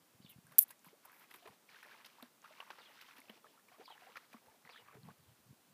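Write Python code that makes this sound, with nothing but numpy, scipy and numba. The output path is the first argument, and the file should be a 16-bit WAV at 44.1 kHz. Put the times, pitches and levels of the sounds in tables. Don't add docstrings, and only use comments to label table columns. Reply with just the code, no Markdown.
import sys
import numpy as np
from scipy import signal
from scipy.fft import rfft, irfft
from scipy.io import wavfile
from scipy.ndimage import uniform_filter1d
from numba import njit

SR = 44100
rng = np.random.default_rng(int(sys.argv[2]) if len(sys.argv) > 2 else 0)


def invert_db(level):
    return 10 ** (np.asarray(level, dtype=float) / 20)


def dump_mix(stems):
    frames = np.atleast_2d(stems).T
    limited = np.clip(frames, -1, 1)
    pcm = np.round(limited * 32767).astype(np.int16)
    wavfile.write(sys.argv[1], SR, pcm)


N = 252693
T = np.arange(N) / SR


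def level(x, db):
    return x * invert_db(db) / np.sqrt(np.mean(x ** 2))


def colour(x, points):
    hz, db = np.transpose(points)
    f = np.arange(N // 2 + 1) * SR / N + 1
    gain_db = np.interp(np.log(f), np.log(hz), db)
    return irfft(rfft(x) * invert_db(gain_db), N)


def band(x, lo_hz, hi_hz):
    return signal.sosfilt(signal.butter(2, [lo_hz, hi_hz], "bandpass", fs=SR, output="sos"), x)


def walk(rate):
    hold = int(SR / rate)
    steps = np.repeat(rng.standard_normal(N // hold + 1), hold)
    return 1.2 * uniform_filter1d(steps, hold)[:N]


def swells(table, edge_s, extra_db=0.):
    starts, lengths, db = np.transpose(table)[:3]
    gain = np.zeros(N)
    for start, length, peak in zip(starts, lengths, invert_db(db + extra_db)):
        ease_in = np.clip((T - start) / edge_s, 0, 1) ** 2
        ease_out = np.clip((start + length + edge_s - T) / edge_s, 0, 1) ** 2
        gain += peak * ease_in * ease_out
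    return gain


@njit
def rings(s, hz, t60, rise, size, attack):
    out = np.zeros(N)
    for k in range(len(s)):
        start, count, phase = int(s[k] * SR), int(t60[k] * SR) + 2, 0.
        for i in range(min(count, N - start)):
            phase += min(hz[k] * (1 + rise[k] * i / count) / SR, .45)
            fade = min(phase / attack, 1.) * np.exp(-6.9 * i / count)
            out[start + i] += size[k] * fade * np.sin(2 * np.pi * phase)
    return out


def clicks(table, cycles, attack, gain_db):
    s, db, hz = np.transpose(table)
    return rings(s, hz, cycles / hz, 0 * s, invert_db(db + gain_db), attack)


def hiss():
    # pitch_hz [Hz], level_db [dB per Hz]
    hiss_tone = [(15, -70), (25, -31), (54, -23.5), (125, -5.5), (238, 1.5), (418, -3), (1100, -4),
                 (1220, -5), (1880, -8.5), (2810, -9.5), (6440, -12.5), (14000, -12.5), (15200, -11.5)]
    return level(colour(rng.standard_normal(N), hiss_tone), -69.5)


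def wind():
    # start_s [s], length_s [s], level_db [dB], pitch_hz [Hz]
    gust_table = [(-.03, 0.049, -68, 144), (0.173, 0.15, -67.5, 144), (0.42, .12, -68, 146),
                  (1.46, .05, -69, 120), (4.446, 0.051, -73.5, 110), (4.63, 0.028, -62, 141),
                  (4.788, 0.13, -76.5, 111), (4.93, 0.081, -60.5, 141), (5.008, 0.11, -55, 154),
                  (5.15, 0.088, -71, 120), (5.247, 0.082, -64, 106), (5.366, .06, -71, 91.2),
                  (5.439, .06, -60, 137), (5.554, .05, -75, 99), (5.63, 0.094, -71, 150)]
    # start_s [s], peak_db [dB], pitch_hz [Hz]
    thump_table = [
        (0.145, -69.5, 114),
        (0.201, -61, 212),
        (0.246, -56.5, 180),
        (0.359, -59.5, 130),
        (0.384, -58.5, 182),
        (4.953, -58.5, 167),
        (5.506, -58.5, 132),
        (5.528, -62.5, 218),
    ]
    span = 1.5
    turbulence = rng.standard_normal(N) * invert_db(2.365 * walk(39))
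    out = clicks(thump_table, cycles=5.4, attack=0.35, gain_db=12.5)
    for row in gust_table:
        lo_hz, hi_hz = row[3] / span, row[3] * span
        rumble = band(band(turbulence, lo_hz, hi_hz), lo_hz, hi_hz)
        out += level(rumble, -2.9) * swells([row], edge_s=0.0296)
    return out


def bird():
    # time_s [s from its start], pitch_hz [Hz], level_db [dB]
    call_shape = [
        (0, 3000, -12),
        (.014, 4550, -3),
        (.028, 4550, -2),
        (.038, 3650, -1),
        (.055, 2950, -3),
        (.064, 3400, -8),
        (.073, 3850, -1),
        (.086, 3100, 1),
        (.12, 2600, -9),
    ]
    # start_s [s], level_db [dB], shift_hz [Hz added to the arches]
    repeats = [
        (.217, -65, -120),
        (2.776, -65.5, 100),
        (3.83, -64, 98.5),
        (4.691, -64, 50),
        (5.2, -78.5, 51),
    ]
    out = np.zeros(N)
    for start, call_db, up_hz in repeats:
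        s, hz, db = np.transpose(call_shape) + np.array([[start], [up_hz], [call_db]])
        buzz = np.sin(2 * np.pi * np.cumsum(600 + 130 * walk(200)) / SR)
        pitch = np.interp(T, s, hz) * (1 + .04 * walk(400))
        phase = 2 * np.pi * np.cumsum(pitch) / SR + .65 * buzz
        loudness_db = np.interp(T, s, db + 1.5, -150, -150) + 3.4 * walk(320)
        out += invert_db(loudness_db) * np.sin(phase)
    echoes = np.zeros(N)
    for late in rng.random(9):
        delay_s = .004 + .035 * late
        echoes += invert_db(-13 - 8 * late) * np.roll(out, int(delay_s * SR))
    return out + echoes


def snap():
    # start_s [s], length_s [s], level_db [dB]
    rustle_table = [
        (.288, 0.03, -61),
        (.674, 0.025, -64.5),
        (.692, .03, -77),
        (.85, 0.029, -67),
        (1.12, 0.12, -72),
        (1.3, 0.087, -76),
    ]
    # start_s [s], peak_db [dB], pitch_hz [Hz]
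    fibres = [(.5842, -0.5, 11800), (.5869, -4.5, 13460), (.5874, -17, 13800), (.5891, -7.5, 13600),
              (.5898, -0.5, 13000), (.5904, -4.5, 14870), (.5912, -3, 11900), (.5922, -9, 13800),
              (.5932, -8, 13600), (.594, -7, 14160), (.5947, -17.5, 11800), (.5956, -14, 13000),
              (.6027, -28.5, 11500), (.6119, -22, 11800), (.6262, -23.5, 10500)]
    # time_s [s], level_db [dB]
    crackle = [
        (.5835, -98),
        (.5845, -29),
        (.5955, -28.5),
        (.597, -38),
        (.607, -35),
        (.616, -34.5),
        (.639, -40),
        (.642, -70),
        (.66, -90),
    ]
    # start_s [s], peak_db [dB], pitch_hz [Hz]
    jolts = [
        (.5843, -24.5, 6500),
        (.5894, -34.5, 6700),
        (.5898, -27.5, 1500),
        (.5913, -46, 1506),
    ]
    # pitch_hz [Hz], level_db [dB per Hz]
    body = [(1470, -59.5), (2500, -26), (6400, -22), (9580, -8.5), (11400, 3), (13800, 3), (15300, -3.5),
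            (15600, -14.5), (16000, -40)]
    grit = level(colour(rng.standard_normal(N) * invert_db(2.8 * walk(1200)), body), 0)
    crackling = invert_db(np.interp(T, *np.transpose(crackle), -150, -150))
    rustling = swells(rustle_table, edge_s=0.0079)
    breaks = band(clicks(fibres, cycles=22.0, attack=0.46, gain_db=3.0), 7200, 16800)
    return breaks + grit * (crackling + rustling) + clicks(jolts, cycles=1.0, attack=0.13, gain_db=0.0)


def swarm(count, lo_hz, hi_hz, cycles, scatter_db, rise, tilt):
    when, pitch, luck, ringing = rng.random((count, 4)).T
    hz = lo_hz * (hi_hz / lo_hz) ** pitch
    size = invert_db(-scatter_db * np.log(1 - .97 * luck)) * hz ** tilt
    t60 = cycles * (0.37 + 0.81 * ringing) / hz
    return level(rings(when * T[-1], hz, t60, rise + 0 * hz, size, 0.79), 0)


def bursts(s, db):
    out = np.zeros(N)
    for start, peak_db in zip(s, db):
        t = np.clip(T - start + .003, 0, None)
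        out += invert_db(peak_db - 60 * t / 0.037) * (1 - np.exp(-t / 0.0038))
    return 1.26 * out


def stirring():
    # [dB, small]
    strides = [(0.465, 0.25, -72, -12, -10), (0.808, 0.097, -76, -14, 2.5), (1.005, 0.16, -67.5, -11, -11),
               (1.163, 0.079, -65, -21, -7), (1.254, 0.14, -68, -25, -5), (1.391, 0.15, -72, -3.5, 0),
               (1.656, 0.15, -66.5, -11, -2.3), (1.807, 0.21, -63, -9.5, -8.5),
               (2.034, 0.23, -71.5, -14, -3.5), (2.403, 0.27, -64.5, -27, -7.5), (2.651, .26, -66, -5, -5),
               (2.897, 0.3, -65.5, -19, -4), (3.195, 0.18, -73.5, -1, 0), (3.408, 0.17, -80.5, 7, 1),
               (3.661, 0.087, -67.5, -14, -8.5), (3.759, 0.069, -66, -5, -6.5),
               (3.87, 0.11, -67, -5.5, -12), (3.971, 0.13, -65, -9.5, -6), (4.08, 0.17, -68.5, -16, -6),
               (4.262, 0.12, -72.5, -6, -3.5), (4.395, 0.17, -78, 7, -7), (4.622, 0.2, -69, -10, -6.5),
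               (4.827, 0.14, -67, -4, -17), (5.012, 0.098, -69.5, 1, -6)]
    # start_s [s], peak_db [dB], then gurgle_db, patter_db, spray_db [dB against the peak]
    splashes = [(0.5215, -57, -6.5, -9, 6), (0.7073, -47, -29, -9.5, 6), (1.053, -51.5, -3, -20, 1.5),
                (1.3114, -50.5, -15, -5, -2), (1.3418, -40, -24, -18, -8), (1.3597, -61, -22, -6, 10),
                (1.4575, -46, -4.5, -17, -24), (1.4757, -42, -18, -17, -13.5),
                (2.048, -47.5, -24.5, -2.5, -7), (2.0618, -48.5, -29, -2, -7),
                (2.2266, -47, -10.5, -8.5, -9), (2.443, -51, -34, -17, -30),
                (2.6028, -39.5, -17.5, -18, -19), (2.7051, -39.5, -8.5, -9.5, -22),
                (2.785, -56, 1.5, -13, -23), (3.013, -57, -25, 7, -1), (3.1827, -52.5, -14, -7, -17),
                (3.2968, -43, -18, -14, -16), (4.159, -45.5, -25, -6.5, -26), (4.169, -42, -16, -7, -13),
                (4.332, -44, -13, -17.5, -11.5), (4.6512, -45.5, -15.5, -26, -31),
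                (4.694, -42.5, -16, -12, -33), (5.0853, -60.5, 5, -16, -7)]
    # start_s [s], peak_db [dB]
    slaps = [
        (0.846, -52),
        (1.1937, -70),
        (1.83, -45.5),
        (3.0227, -53),
        (3.1665, -49),
        (3.6845, -53),
        (3.9006, -53),
        (4.463, -56),
        (4.883, -71),
        (4.9463, -56),
    ]
    # gurgle, patter, spray in dB
    hits = [*splashes, *[(*row, -26, -13.5, -10) for row in slaps]]
    s, db, gurgle_db, patter_db, spray_db = np.transpose(hits)
    depth_db, froth_db = np.transpose(strides)[3:]

    def wash(db, patchy_db):
        return swells(strides, 0.043, db) * invert_db(patchy_db * walk(28))

    gurgle = swarm(count=1500, lo_hz=388.6, hi_hz=971, cycles=23.0, scatter_db=-1.0, rise=0.3, tilt=0.808)
    trickle = swarm(count=4800, lo_hz=860, hi_hz=2500, cycles=19.4, scatter_db=0.5, rise=0.348, tilt=0.58)
    patter = swarm(count=14000, lo_hz=2480, hi_hz=6000, cycles=16.0, scatter_db=3.0, rise=0.13, tilt=-0.47)
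    spray = swarm(count=30000, lo_hz=9500, hi_hz=15450, cycles=11., scatter_db=4.5, rise=0.046, tilt=.1)
    out = gurgle * (wash(depth_db - 0.5, patchy_db=4.5) + bursts(s, db + gurgle_db + 5.5))
    out += trickle * (wash(-0.762, patchy_db=1.0) + bursts(s, db - 7))
    out += patter * (wash(froth_db, patchy_db=2.0) + bursts(s, db + patter_db + 0.5))
    out += spray * (wash(froth_db - 10.5, patchy_db=2.0) + bursts(s, db + spray_db - 4))
    return out


def air_pockets(table, t60, rise, attack, gain_db, brood_db):
    s, db, hz = np.transpose(table)
    t60, rise = t60 + 0 * s, rise + 0 * s
    size = invert_db(db + gain_db)
    out = rings(s, hz, t60, rise, size, attack)
    for lag, pitch in rng.random((len(s), 2, 2)).transpose(1, 2, 0):
        later = s + 0.0038 + 0.024 * lag
        out += rings(later, hz * (.85 + .6 * pitch), 0.55 * t60, rise, size * invert_db(brood_db), attack)
    return out


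def blips():
    blip_table = [(.518, -56.5, 1055), (.707, -57, 1556), (.864, -54.5, 950), (1.079, -57, 1024),
                  (1.13, -57.5, 1590), (1.341, -59, 945), (1.749, -64, 1230), (1.761, -52.5, 1500),
                  (1.829, -53.5, 1460), (1.916, -52, 1560), (2.184, -53, 903), (2.446, -48.5, 1125),
                  (2.199, -54, 1130), (2.602, -46, 1067), (2.624, -51, 850), (3.086, -52.5, 1066),
                  (3.444, -51, 1206), (2.705, -48, 1098), (2.786, -55.5, 1288), (2.989, -56, 1490),
                  (3.576, -58.5, 1270), (3.879, -48, 980), (3.904, -46.5, 843), (3.744, -58, 1075),
                  (4.158, -43.5, 1296), (4.341, -50.5, 1044), (4.746, -56, 1223), (4.884, -52, 1117),
                  (4.76, -50.5, 1680), (.468, -60, 1538), (5.087, -50.5, 1020)]
    return air_pockets(blip_table, t60=0.039, rise=0.396, attack=0.43, gain_db=0.5, brood_db=-4.0)


def ticks():
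    tick_table = [(0.4688, -48, 9910), (0.793, -53, 7440), (0.846, -45.5, 11400), (1.056, -39, 13700),
                  (1.1194, -47, 12500), (1.1963, -46, 13200), (1.3119, -58, 12500), (1.3608, -46, 11600),
                  (1.8654, -52, 12400), (1.9215, -55.5, 12000), (2.0617, -45, 11940), (2.2263, -41, 12320),
                  (2.419, -51, 6440), (3.015, -44, 14400), (3.1832, -43, 14560), (3.2034, -43.5, 11300),
                  (3.2984, -48, 14600), (3.8556, -52, 13900), (4.1719, -47.5, 14400)]
    return band(clicks(tick_table, cycles=16.0, attack=0.98, gain_db=3.5), 5000, 17000)


def drips():
    drip_table = [(0.6924, -49, 3840), (0.885, -48.5, 2140), (1.3123, -45, 1920), (1.3407, -38, 2090),
                  (1.4616, -48, 1780), (1.6909, -44, 2240), (1.746, -44, 1850), (1.83, -43, 1750),
                  (1.8484, -43, 1830), (2.05, -43, 3800), (2.2264, -39, 3800), (2.6039, -30.5, 2810),
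                  (2.7031, -42.5, 1730), (3.0086, -47, 2010), (3.111, -43.5, 2500), (3.1356, -51, 2450),
                  (3.1656, -58, 1930), (3.217, -46, 2170), (3.285, -47, 2590), (3.2973, -38, 3040),
                  (3.3552, -52, 2480), (3.6863, -49.5, 2330), (3.9782, -45, 1750), (4.1563, -42, 1750),
                  (4.1712, -39.5, 1960), (4.6507, -46.5, 2003), (3.857, -48, 2360), (4.6747, -43, 1970),
                  (4.697, -44, 2500), (5.0326, -48, 4230)]
    return clicks(drip_table, cycles=24.8, attack=2.16, gain_db=-1.0)


def plops():
    plop_table = [
        (.866, -53.5, 165),
        (1.491, -60.5, 190.4),
        (2.226, -51.5, 242),
        (3.185, -63, 270),
        (3.296, -52.5, 213),
        (4.344, -51, 225),
    ]
    pockets = air_pockets(plop_table, t60=0.084, rise=0.024, attack=0.24, gain_db=6.0, brood_db=-60.0)
    return band(pockets, 230, 900)


def bloops():
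    bloop_table = [(0.929, -54.5, 356, 2.65), (1.345, -60.5, 360, 0.16), (1.423, -60, 688, 0.21),
                   (1.456, -51.5, 408, 0.34), (1.459, -52, 638, 0.32), (1.86, -58, 580, 0.47),
                   (2.507, -54.5, 602, .3), (2.704, -58, 334, 0.38), (3.358, -60.5, 330, 0.11),
                   (3.717, -58, 705, .3), (3.783, -58, 625, .4), (3.796, -49, 387, 1.1),
                   (3.811, -52, 752, 0.51), (3.954, -56.5, 817, 0.33), (4.021, -53.5, 716, 0.23),
                   (4.069, -52.5, 743, 0.25), (4.482, -57, 860, .15), (4.968, -52, 390, 0.48)]
    climb = np.transpose(bloop_table)[3]
    rows = [row[:3] for row in bloop_table]
    return air_pockets(rows, t60=0.074, rise=climb, attack=.9, gain_db=0.0, brood_db=-7.5)


def scene():
    water = stirring() + blips() + ticks() + drips() + plops() + bloops()
    water += invert_db(-30) * np.roll(water, int(.0045 * SR))
    return (hiss() + wind() + bird() + snap() + water)[None]


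def top_cut(x):
    return signal.sosfilt(signal.butter(12, 16510, fs=SR, output="sos"), x)


def record(dry):
    x = signal.sosfilt(signal.butter(3, 80, "highpass", fs=SR, output="sos"), dry)
    x = .64 * np.tanh(x / .64)
    x = signal.sosfilt(signal.ellip(8, .3, 45, 15300, fs=SR, output="sos"), x)
    return top_cut(x)


dry = scene()
out = record(dry)
dump_mix(out)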